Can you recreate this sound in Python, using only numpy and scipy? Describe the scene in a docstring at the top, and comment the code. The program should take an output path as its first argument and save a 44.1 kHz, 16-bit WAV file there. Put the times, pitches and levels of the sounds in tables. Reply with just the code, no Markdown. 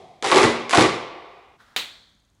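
"""A bare, echoing room: plastic stacking cups are swept into nested piles on a small table.
An earlier flurry is still dying away as two fast flurries follow. Each contact is a rim click,
a hollow cup knock and a table thud; nesting cups scrape and pop, and full piles boom on the table.
Afterwards clothes rustle and the hands clap once; faint ticks sit in the room's hush."""
import sys
import numpy as np
from scipy import signal
from scipy.fft import rfft, irfft
from scipy.io import wavfile

SR = 44100
rng = np.random.default_rng(int(sys.argv[2]) if len(sys.argv) > 2 else 0)


def generate_wav(sig):
    """Save sig (samples, or channels by samples) to the path in sys.argv[1] as 16-bit PCM at SR."""
    pcm = np.round(np.clip(np.atleast_2d(sig).T, -1, 1) * 32767).astype(np.int16)
    wavfile.write(sys.argv[1], SR, pcm)


N = 105840


def amp(db):
    """dB to gain."""
    return 10 ** (np.asarray(db) / 20)


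def along(points, hz):
    """Interpolate a table on a log frequency axis."""
    freqs, values = np.transpose(points)
    return np.interp(np.log(hz + 1), np.log(freqs + 1), values)


def fade(t, t60):
    """Exponential decay, 60 dB per t60."""
    return np.exp(-np.log(1000) * t / t60)


def norm(x):
    """Scale to unit energy."""
    return x / np.sqrt(np.sum(x ** 2) + 1e-20)


def add(out, start_s, db, x, window_s=0.01):
    """Mix in x; db is the level of unit energy spread over window_s."""
    i = int(round(start_s * SR))
    x = x[:N - i]
    out[i:i + len(x)] += amp(db) * np.sqrt(window_s * SR) * x


def colour(spectrum, size=2048):
    """Minimum-phase impulse response of a spectrum, unit energy."""
    gain = amp(along(spectrum, np.fft.rfftfreq(size, 1 / SR)))
    cepstrum = irfft(np.log(gain))
    cepstrum[1:size // 2] *= 2
    cepstrum[size // 2 + 1:] = 0
    return norm(irfft(np.exp(rfft(cepstrum))))


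def noise(spectrum):
    """Coloured noise, unit rms."""
    return norm(signal.fftconvolve(rng.standard_normal(N), colour(spectrum))[:N]) * np.sqrt(N)


def lowpass(x, cutoff_hz, order=60):
    """Steep zero-phase low-pass."""
    hz = np.fft.rfftfreq(2 * N, 1 / SR)
    return irfft(rfft(x, 2 * N) / (1 + (hz / cutoff_hz) ** (2 * order)))[:N]


def ring(modes, attack_s=0.0022):
    """Struck modes as decaying sines, unit energy."""
    t = np.arange(SR) / SR
    sines = sum(amp(db) * np.sin(2 * np.pi * hz * t) * fade(t, t60) for hz, db, t60 in modes)
    return norm(sines * (1 - np.exp(-t / attack_s)))


# Room decay (frequency [Hz], T60 [s])
ROOM_DECAY = [(100, 0.61), (350, 0.53), (1000, 0.47), (2700, 0.59), (5500, 0.53), (8000, 0.41),
              (12000, 0.37)]

def room_tail(decay=ROOM_DECAY, wall_s=0.0019):
    """Diffuse tail building up off the walls; T60 varies with frequency."""
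    hz, t, bands = signal.stft(rng.standard_normal(SR), SR, nperseg=256)
    bands = bands * fade(t, along(decay, hz)[:, None])
    tail = signal.istft(bands, SR, nperseg=256)[1][:SR]
    onset = np.clip(np.arange(SR) / SR / wall_s - 0.5, 0, 1)
    return norm(tail * onset)


def blow(body, t60, wet_db, decay=ROOM_DECAY):
    """Contact noise burst plus room tail, filtered by the struck body."""
    out = signal.fftconvolve(amp(wet_db) * room_tail(decay), body)
    burst = rng.standard_normal(SR // 10) * fade(np.arange(SR // 10) / SR, t60)
    direct = norm(signal.fftconvolve(burst, body))
    out[:len(direct)] += direct
    return out


# Room noise and tick spectra (frequency [Hz], level [dB])
HUSH_SPECTRUM = [(15, -48), (25, -17.5), (49, 4), (142, -7.5), (224, -6.5), (515, -22.5), (588, -18.5),
                 (4870, -30.5), (6370, -28.5), (15000, -42.5)]
TICK_SPECTRUM = [(3000, -30), (5500, -20), (6500, 10), (7500, -10), (9500, 0), (11000, -25)]

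def hush(ticks=6, first_s=2.101, gap_s=0.05):
    """Low room noise with a run of faint, even ticks."""
    out = amp(-65.5) * noise(HUSH_SPECTRUM)
    for k in range(ticks):
        add(out, first_s + k * gap_s, db=-74.5, x=colour(TICK_SPECTRUM))
    return out


# Sleeve spectrum (frequency [Hz], level [dB])
CLOTH_SPECTRUM = [(60, -10.5), (150, -17.5), (400, -12), (750, -8), (1450, -0.5), (2000, -9.5),
                  (2500, -16.5), (3500, -12), (7000, -25), (15000, -36)]
# Rustle envelope (time [s], level [dB])
CLOTH_ENVELOPE = [(1.575, -75), (1.603, -52.5), (1.65, -57.5), (1.69, -57.5), (1.75, -59), (1.85, -69)]

def cloth():
    """Sleeves rustle as the arms swing together."""
    times_s, levels_db = np.transpose(CLOTH_ENVELOPE)
    envelope_db = np.interp(np.arange(N) / SR, times_s, levels_db, left=-120, right=-120)
    return noise(CLOTH_SPECTRUM) * amp(envelope_db)


# Hollow ring spectrum (frequency [Hz], level [dB])
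DYING_SPECTRUM = [(35, -40), (70, -19.5), (175, -7.5), (280, -19), (370, -6), (540, -14), (736, 0),
                  (900, -14.5), (1150, -16.5), (1400, -29.5), (1690, -28.5), (2100, -19.5), (2950, -30),
                  (3240, -22.5), (5000, -31), (11000, -47)]

def dying_flurry(start_db=-45.5, fall_db_per_s=44.5):
    """The ring of an earlier flurry fades out."""
    return noise(DYING_SPECTRUM) * amp(start_db - fall_db_per_s * np.arange(N) / SR)


# Swelled tail spectrum (frequency [Hz], level [dB])
SWELLED_TAIL_SPECTRUM = [(100, -20), (250, -14.5), (400, -4.5), (600, -0.5), (900, 1.5), (1200, 0),
                         (1550, -6), (2200, -0.5), (3500, -5), (5500, -12), (8000, -23)]

def swelled_tail(clatter, gain_db=-25.5, rise_s=0.14, cut_at_s=1.56):
    """The clatter's echo is held up as the recorder's gain recovers, then cuts off abruptly."""
    t = np.arange(N) / SR
    rise = 1 - np.exp(-t / rise_s)
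    tail = norm(noise(SWELLED_TAIL_SPECTRUM) * fade(t, t60=1.36) * rise)
    cut = fade(np.maximum(t - cut_at_s, 0), t60=0.1)
    return amp(gain_db) * cut * signal.fftconvolve(clatter, tail)[:N]


# Palm and wall reflection spectra (frequency [Hz], level [dB])
PALM_SPECTRUM = [(30, -52), (200, -13.5), (500, -8.5), (1000, -4), (1600, -6.5), (2400, 1), (3000, -2),
                 (3900, 3.5), (5200, -8), (8000, -13.5), (10500, -20), (15000, -17.5)]
WALL_SPECTRUM = [(100, -18), (400, -13), (2000, -7.5), (2800, -16), (3300, 0), (4300, -3), (5100, -15.5),
                 (7500, -20.5), (11000, -35)]
# Clap tail decay (frequency [Hz], T60 [s])
CLAP_DECAY = [(150, 0.39), (1000, 0.24), (2800, .36), (4000, 0.33), (5200, 0.21), (8000, .35),
              (14000, 0.24)]

def clap(start_s=1.7632, level_db=-23, slap_delay_s=0.0042):
    """One sharp hand clap, its slap off the near wall and the room's bright ring."""
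    out = np.zeros(N)
    palms = blow(colour(PALM_SPECTRUM), t60=0.0079, wet_db=3, decay=CLAP_DECAY)
    wall_ring = norm(noise(WALL_SPECTRUM) * fade(np.arange(N) / SR, t60=0.78))
    add(out, start_s, level_db, palms)
    add(out, start_s + slap_delay_s, level_db - 5.5, colour(WALL_SPECTRUM))
    add(out, start_s, level_db - 4.5, wall_ring)
    return out


# Nesting slides (start [s], end [s], relative level per catch [dB])
CUP_SLIDES = [(0.256, 0.326, -28.5), (.33, 0.443, -27.5), (0.695, 0.748, -28), (0.743, 0.826, -26.5)]
# Rib catch spectrum (frequency [Hz], level [dB])
RIB_SPECTRUM = [(150, -35.5), (700, -10.5), (1600, 0), (2200, 0.5), (3500, -1.5), (5500, -5), (8000, -7.5),
                (11000, -14.5)]

def scrape(catches_per_s=420, spread_db=2.5, wet_db=-4.5):
    """Ribs of sliding cups catch in a dense, uneven run of tiny clicks."""
    out, catch = np.zeros(N), colour(RIB_SPECTRUM)
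    for start_s, end_s, db in CUP_SLIDES:
        for time_s in np.arange(start_s, end_s, 1 / catches_per_s):
            jitter, strength = rng.standard_normal(2)
            add(out, time_s + 0.5 * jitter / catches_per_s, db + spread_db * strength, catch)
    reverb = signal.fftconvolve(out, room_tail())[:N]
    return (out + amp(wet_db) * reverb) / (1 + amp(wet_db))


# Air pops (time [s], pitch [Hz], relative level [dB], T60 [s])
AIR_POPS = [(.243, 787, -16, 0.19), (.3155, 1101, -11, .14), (.3165, 521.5, -13.5, .2),
            (.36, 862, -16, 0.18), (.371, 781, -17, .22), (.7285, 1071, -9.5, 0.15),
            (.7305, 703.5, -10, 0.21), (.735, 1480, -15.5, 0.095), (.7725, 786, -15, 0.4),
            (.8088, 1150, -13.5, 0.47)]

def pops():
    """The air in a cup rings as it drops over another."""
    out = np.zeros(N)
    for time_s, hz, db, t60 in AIR_POPS:
        add(out, time_s, db, ring([(hz, 0, t60)]))
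    return out


# Landings (time [s], relative boom [dB], ring pitch [Hz], relative ring [dB], ring T60 [s])
PILE_LANDINGS = [(0.351, -37, 375, -17, 0.29), (.44, -15, 236, -14, 0.66), (.7745, -13, 316.3, -6.5, 0.37),
                 (0.808, -15, 239.5, -14.5, 0.32)]
# Table boom spectrum (frequency [Hz], level [dB])
BOOM_SPECTRUM = [(20, -44), (50, -17.5), (80, -8), (125, -0.5), (175, -1), (260, -6), (500, -29.5),
                 (3000, -61)]

def landings():
    """Each full pile booms on the table top and rings at its own pitch."""
    out, boom = np.zeros(N), colour(BOOM_SPECTRUM, size=4096)
    for time_s, boom_db, hz, ring_db, t60 in PILE_LANDINGS:
        add(out, time_s, boom_db, blow(boom, t60=0.067, wet_db=-5))
        add(out, time_s, ring_db, ring([(hz, 0, t60)]))
    return out


# Contacts (time [s], relative click [dB], relative knock [dB], relative thud [dB])
CUP_CONTACTS = [(0.225, -25.5, -28.5, -26.5), (0.2331, -36, -31.5, -31), (.243, -25, -22, -33),
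                (.249, -24.5, -22, -29.5), (0.2617, -26, -23.5, -25), (0.271, -26, -23, -24),
                (.2847, -25, -24.5, -26.5), (0.3005, -27, -24.5, -25), (0.3154, -17.5, -14.5, -21),
                (0.3203, -22.5, -11.5, -18), (.3265, -22, -15, -18), (0.3448, -21, -20.5, -14),
                (0.3596, -15.5, -14, -11), (0.37, -19.5, -12.5, -16), (.378, -17.5, -16, -15),
                (0.3836, -19.5, -14, -16), (.411, -27.5, -20.5, -17.5), (0.4226, -27.5, -19, -17.5),
                (.431, -17, -15.5, -16.5), (0.4391, -17.5, -19, -16), (.447, -25.5, -15, -13.5),
                (0.4749, -31, -24, -23.5), (0.6945, -27.5, -36.5, -39.5), (0.709, -21, -26.5, -37),
                (.7285, -24, -14, -34), (.7337, -23, -13.5, -31), (.749, -17, -16.5, -25.5),
                (0.7553, -16.5, -15, -16.5), (0.7727, -14.5, -10.5, -12), (.784, -21, -14, -11),
                (.793, -21, -16.5, -15), (0.8093, -15, -13, -12), (.818, -20.5, -19, -18),
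                (0.8249, -21.5, -23, -18)]
# Rim click, cup knock and table thud spectra (frequency [Hz], level [dB])
CLICK_SPECTRUM = [(50, -42), (200, -25.5), (900, -1), (2100, 1), (2800, -0.5), (3600, 1), (5000, -4),
                  (6200, -8), (7500, -8.5), (11000, -19.5)]
KNOCK_SPECTRUM = [(50, -45), (150, -28.5), (450, -8), (730, -0.5), (900, 0), (1150, 0.5), (1600, -7.5),
                  (2100, -6), (3500, -19), (9000, -33.5)]
THUD_SPECTRUM = [(20, -49.5), (60, -30), (120, -17), (240, -13.5), (360, 1.5), (480, -0.5), (650, -11.5),
                 (1500, -33), (6000, -49.5)]
# Cup and table modes (frequency [Hz], level [dB], T60 [s])
CUP_MODES = [(726, -3, .25), (804, -5.5, 0.38), (866, 0.5, .3), (961, -3.5, .25), (1095, -2.5, 0.39),
             (1168, -0.5, 0.47), (1377, 3.5, 0.19), (2004, -1, 0.58)]
TABLE_MODES = [(190, -14, .3), (236, -10.5, .35), (314, -5, .3), (367.7, 0, 0.21), (394.9, 3.5, .25),
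               (438.3, -4, 0.35), (512, -4, 0.15), (568, -2.5, .22)]

def cup_contacts():
    """Each contact clicks, knocks and thuds, and sets cups and table ringing."""
    out = np.zeros(N)
    click, knock, thud = colour(CLICK_SPECTRUM), colour(KNOCK_SPECTRUM), colour(THUD_SPECTRUM)
    cup_ring, table_ring = ring(CUP_MODES), ring(TABLE_MODES)
    for time_s, click_db, knock_db, thud_db in CUP_CONTACTS:
        add(out, time_s, click_db, blow(click, t60=0.013, wet_db=0.5))
        add(out, time_s, knock_db, blow(knock, t60=0.033, wet_db=1))
        add(out, time_s, thud_db, blow(thud, t60=0.052, wet_db=1))
        add(out, time_s, knock_db - 6.5, cup_ring)
        add(out, time_s, thud_db - 3, table_ring)
    return out


def scene():
    """Mono mix of cups, clap, sleeves and room."""
    clatter = amp(-5.5) * (cup_contacts() + pops() + scrape() + landings())
    cups = lowpass(clatter + swelled_tail(clatter) + dying_flurry(), cutoff_hz=11250)
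    return (cups + clap() + cloth() + hush())[None]


def record(dry):
    """20 Hz low cut, soft peak clipping, band limit."""
    x = signal.sosfilt(signal.butter(2, 20, "high", fs=SR, output="sos"), dry[0])
    x = x / (1 + np.abs(x) ** 8) ** (1 / 8)
    return lowpass(x, cutoff_hz=15900)[None]


dry = scene()
out = record(dry)
generate_wav(out)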